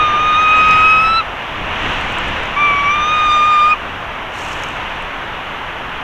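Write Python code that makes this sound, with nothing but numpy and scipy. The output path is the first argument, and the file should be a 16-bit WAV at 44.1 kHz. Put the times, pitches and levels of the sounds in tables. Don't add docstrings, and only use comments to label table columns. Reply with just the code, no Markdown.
import sys
import numpy as np
from scipy import signal
from scipy.fft import rfft, irfft, next_fast_len
from scipy.io import wavfile
from scipy.ndimage import uniform_filter1d, minimum_filter1d, map_coordinates

SR = 44100
rng = np.random.default_rng(int(sys.argv[2]) if len(sys.argv) > 2 else 0)


def master_out(mix):
    frames = np.transpose(np.atleast_2d(mix))
    ceiling = np.clip(frames, -1, 1)
    pcm = np.round(ceiling * 32767).astype(np.int16)
    wavfile.write(sys.argv[1], SR, pcm)


N = 265923
T = np.arange(N) / SR


def amp(db):
    return 10 ** (np.asarray(db) / 20)


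def unit_rms(x):
    return x / np.sqrt(np.mean(x ** 2) + 1e-20)


def bell(x, centre, width):
    return np.exp(-((x - centre) / width) ** 2)


def curve(points):
    return np.interp(T, *np.transpose(points))


def wobble(rate_hz):
    return map_coordinates(rng.standard_normal(int(N * rate_hz / SR) + 4), [T * rate_hz])


def filtered(x, response):
    size = next_fast_len(N + SR // 2)
    return irfft(rfft(x, size) * response(np.fft.rfftfreq(size, 1 / SR)), size)[:N]


def coloured(x, spectrum):
    freq_hz, level_db = np.transpose(spectrum)
    return unit_rms(filtered(x, lambda hz: amp(np.interp(np.log(hz + 1), np.log(freq_hz), level_db))))


# centre_hz, width_hz, gain_db
RESONANCES = [(2316, 94, -1.5), (2551, 130, -2), (3650, 225, -15), (4000, 180, -7), (5370, 1100, -36.5),
              (6110, 560, -35), (7500, 1600, -50), (8800, 1500, -55.5)]


def throat(hz, notch_hz=3870, notch_width_hz=28, notch_db=-15):
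    power = sum(amp(2 * gain_db) / (1 + (2 * (hz - centre_hz) / width_hz) ** 2) ** 2
                for centre_hz, width_hz, gain_db in RESONANCES)
    return np.sqrt(power) * amp(notch_db * bell(hz, notch_hz, notch_width_hz))


def side_tones(phase, ratio, level_db=-31.5, step_db=-8.5, drift_hz=30):
    side_phase = ratio * phase + 2 * np.pi * np.cumsum(drift_hz * wobble(30)) / SR
    return sum(amp(level_db + step_db * k) * np.sin((k + 2) * phase + side_phase) for k in range(3))


# freq_hz, level_db
RASP_SPECTRUM = [(1500, -25), (3000, -4), (3600, -11), (4300, -7.5), (5000, -18.5), (5600, 0), (6500, -9),
                 (8000, -32.5), (11000, -41.5)]


def rasp(phase):
    return coloured(rng.standard_normal(N) * (1 + np.cos(phase)), RASP_SPECTRUM)


def whistle(call, melody, effort, overtones, tremor=0.0025, jitter=0.001, flutter_db=2.2, catch_db=9):
    start_s, end_s, closing_s, fall_oct, side_ratio = call
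    held_hz, level_db = curve(melody), curve(effort)
    opening = np.clip((T - start_s) / 0.017, 0, 1)
    closure = np.clip((T - end_s) / closing_s + 1, 0, 1) ** 2
    waver = 1 + tremor * wobble(45) + jitter * wobble(500)
    pitch_hz = held_hz * 2 ** (-fall_oct * closure) * waver
    phase = 2 * np.pi * np.cumsum(pitch_hz) / SR
    tone = amp(0.12 * wobble(60)) * np.sin(phase)
    catch = bell(T, end_s - 0.022, 0.016)
    for k, peak_s, peak_db, fade_db_per_s2 in overtones:
        overtone_db = peak_db - abs(fade_db_per_s2) * (T - peak_s) ** 2
        overtone_db += flutter_db * np.log(k) * wobble(35)
        overtone_db += catch_db * catch * (1 if k == 2 else -1)
        damping = (1 - closure) ** (k / 2)
        tone += amp(overtone_db) * throat(k * held_hz) * damping * np.sin(k * phase)
    pressure = amp(level_db - level_db.max())
    tone += pressure * side_tones(phase, side_ratio)
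    voice = np.sqrt(2) * tone + amp(-37) * rasp(phase)
    return amp(level_db) * voice * opening * (1 - closure)


# start_s, end_s, closing_s, fall_oct, side_ratio
CALLS = [(-.03, 1.226, 0.04, 0.23, 0.42), (2.556, 3.748, 0.017, 0.19, .59)]
# time_s, pitch_hz
CALL_PITCH = [
    [(0.02, 1239), (0.08, 1210), (0.14, 1207), (0.275, 1241), (0.33, 1229), (0.41, 1250), (0.6, 1259),
     (0.763, 1256), (0.823, 1272), (0.97, 1275), (1.11, 1318), (1.185, 1329)],
    [(2.57, 1148), (2.595, 1178), (2.68, 1165), (2.73, 1146), (2.83, 1139), (2.97, 1195), (3.04, 1205),
     (3.11, 1238), (3.4, 1208), (3.49, 1223), (3.56, 1206), (3.65, 1211), (3.715, 1237)],
]
# time_s, level_db
CALL_EFFORT = [
    [(0.03, -12), (0.106, -15.5), (0.32, -12.5), (0.752, -11), (1.138, -14), (1.18, -14)],
    [(2.58, -16.5), (2.642, -14), (2.762, -18), (2.922, -16), (3.026, -17), (3.34, -11.5), (3.672, -10),
     (3.71, -12)],
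]
# harmonic, peak_s, peak_db, fade_db_per_s2
CALL_OVERTONES = [
    [(2, 0.9, 1, 4.5), (3, 0.88, -1, 0), (4, 0.97, 8.5, 33), (5, 0.41, 2.5, 39), (6, 1.23, 9.5, 13.5),
     (7, 1.05, 4, 17.5)],
    [(2, 2.68, 2.5, 2), (3, 2.96, 2, 18), (4, 3.53, 7, 28), (5, 3, 8.5, 54), (6, 3.66, 10.5, 27),
     (7, 3.7, 5, 13.5)],
]


def eagle(scatter_db=-26, scatter_t60_s=0.35):
    direct = sum(whistle(*parts) for parts in zip(CALLS, CALL_PITCH, CALL_EFFORT, CALL_OVERTONES))
    t = np.arange(SR // 3) / SR
    tail = rng.standard_normal(len(t)) * amp(-60 * t / scatter_t60_s)
    scatter = signal.fftconvolve(direct, tail / np.linalg.norm(tail))[:N]
    return direct + amp(scatter_db) * scatter


def rush(spectrum, patch_db):
    bins = signal.stft(rng.standard_normal(N), nperseg=512)[2]
    patches = uniform_filter1d(rng.standard_normal(bins.shape), size=6, axis=0)
    patches = unit_rms(uniform_filter1d(patches, size=16, axis=1))
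    noise = signal.istft(bins * amp(patch_db * patches), nperseg=512)[1][:N]
    return coloured(noise, spectrum)


# time_s, level_db
WIND_STRENGTH = [(0.05, -27), (.45, -28), (.73, -25.5), (.97, -29), (1.3, -31.5), (1.6, -29.5), (1.87, -25),
                 (2.08, -27), (2.3, -26), (2.5, -28.5), (2.78, -27.5), (3.6, -31), (4.25, -32.5),
                 (4.55, -29.5), (5.3, -32), (6.0, -32)]
# time_s, boost_db
MIC_EDDIES = [(.77, 2.5), (1.09, 5.5), (1.62, 4), (1.9, 3.5), (2.3, 2), (5.88, 2.5)]
# freq_hz, level_db
RUMBLE_SPECTRUM = [(12, -5), (24, -0.5), (36, -2.5), (65, -6), (110, -8), (200, -11), (330, -13.5),
                   (700, -24), (2000, -85)]
FOREST_SPECTRUM = [(100, -18), (300, -8), (500, -2), (750, 1.5), (950, 4), (1300, 1.5), (1800, -3),
                   (2400, -16), (3500, -46)]
PINE_SPECTRUM = [(500, -13.5), (1000, -6), (1600, -0.5), (2250, 0), (2850, 1.5), (3400, -6), (3900, -14.5),
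                 (4500, -24.5), (5000, -29), (9000, -59.5)]
NEEDLE_SPECTRUM = [(3000, -28.5), (4800, -1), (5900, 7.5), (6800, 1), (8000, -8), (10000, -33),
                   (14000, -43.5)]


def wind(eddy_width_s=0.053):
    strength_db = curve(WIND_STRENGTH)
    mean_db = strength_db.mean()

    def gust(offset_db, slope):
        return amp(mean_db + offset_db + slope * (strength_db - mean_db))

    eddy_db = sum(boost_db * bell(T, time_s, eddy_width_s) for time_s, boost_db in MIC_EDDIES)
    buffet = amp(eddy_db + 0.68 * wobble(12))
    rumble = gust(offset_db=-2.3, slope=1.2) * buffet * rush(RUMBLE_SPECTRUM, patch_db=-0.05)
    forest = gust(offset_db=4.12, slope=0.56) * rush(FOREST_SPECTRUM, patch_db=0.26)
    flicker = amp(0.32 * wobble(12))
    pine = gust(offset_db=3.25, slope=1.25) * flicker * rush(PINE_SPECTRUM, patch_db=0.82)
    needles = gust(offset_db=-23, slope=1.2) * coloured(rng.standard_normal(N), NEEDLE_SPECTRUM)
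    return rumble + forest + pine + needles


# contact_s, level_db, rise_s, hold_s, fade_db_per_s
FEATHER_STROKES = [(.69, -53, 0.044, .02, 154), (1.867, -49.5, .1, .1, 20), (4.39, -41, .05, 0.11, 45)]
# freq_hz, level_db
FEATHER_SPECTRUM = [(2500, -32), (4000, 3.5), (4850, -7.5), (5700, 3), (7000, 0), (8500, -8), (11000, -17),
                    (14000, -15.5)]


def feathers(grain_db=3):
    contact = np.zeros(N)
    for contact_s, level_db, rise_s, hold_s, fade_db_per_s in FEATHER_STROKES:
        rise = bell(np.minimum(T, contact_s), contact_s, rise_s)
        fade_db = fade_db_per_s * np.maximum(T - contact_s - hold_s, 0)
        contact += rise * amp(level_db - fade_db)
    scratches = rng.standard_normal(N) * amp(grain_db * wobble(700))
    return contact * coloured(scratches, FEATHER_SPECTRUM)


# start_s, level_db, ring_hz
TWIG_TICKS = [(0.6877, -25, 6720), (0.7103, -18.5, 5500), (0.778, -33, 6500), (1.9348, -37.5, 8100),
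              (2.011, -30, 7920), (2.1236, -27, 7900), (2.185, -22.5, 7500), (2.2822, -29, 7750),
              (2.4343, -31.5, 7060), (2.4565, -25.5, 5680), (4.3956, -30, 6840), (4.4505, -26, 7240),
              (4.5308, -20.5, 5760), (4.6222, -29, 7060), (4.6358, -17, 6400), (4.6863, -25.5, 6890),
              (4.7674, -32, 6720), (5.0231, -35, 8440)]


def twigs(ring_t60_s=0.0086, width_hz=1600, crack_t60_s=0.005, crack_db=-8, attack_s=0.000286):
    track = np.zeros(N + SR)
    t = np.arange(1024) / SR
    hz = np.fft.rfftfreq(len(t), 1 / SR)
    for start_s, level_db, ring_hz in TWIG_TICKS:
        ring_noise, crack_noise = rng.standard_normal((2, len(t)))
        resonance = 1 / (1 + ((hz - ring_hz) / width_hz) ** 2) ** 2
        ring = unit_rms(irfft(rfft(ring_noise) * resonance)) * amp(-60 * t / ring_t60_s)
        crack = crack_noise * amp(crack_db - 60 * t / crack_t60_s)
        tick = (ring + crack) * (1 - np.exp(-t / attack_s))
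        track[round(start_s * SR):][:len(t)] += amp(level_db - 2.5) * tick / np.abs(tick).max()
    return track[:N]


def scene():
    hiss = amp(-57.5) * rng.standard_normal(N)
    return (eagle() + wind() + feathers() + twigs() + hiss)[None]


def record(dry):
    ceiling, rolloff_hz, cutoff_hz = 0.95, 13700, 14900
    needed_gain = np.minimum(1, ceiling / (np.abs(dry[0]) + 1e-9))
    gain = uniform_filter1d(minimum_filter1d(needed_gain, size=401), size=301)
    return filtered(dry[0] * gain, lambda hz: (hz < cutoff_hz) / np.sqrt(1 + (hz / rolloff_hz) ** 50))[None]


dry = scene()
out = record(dry)
master_out(out)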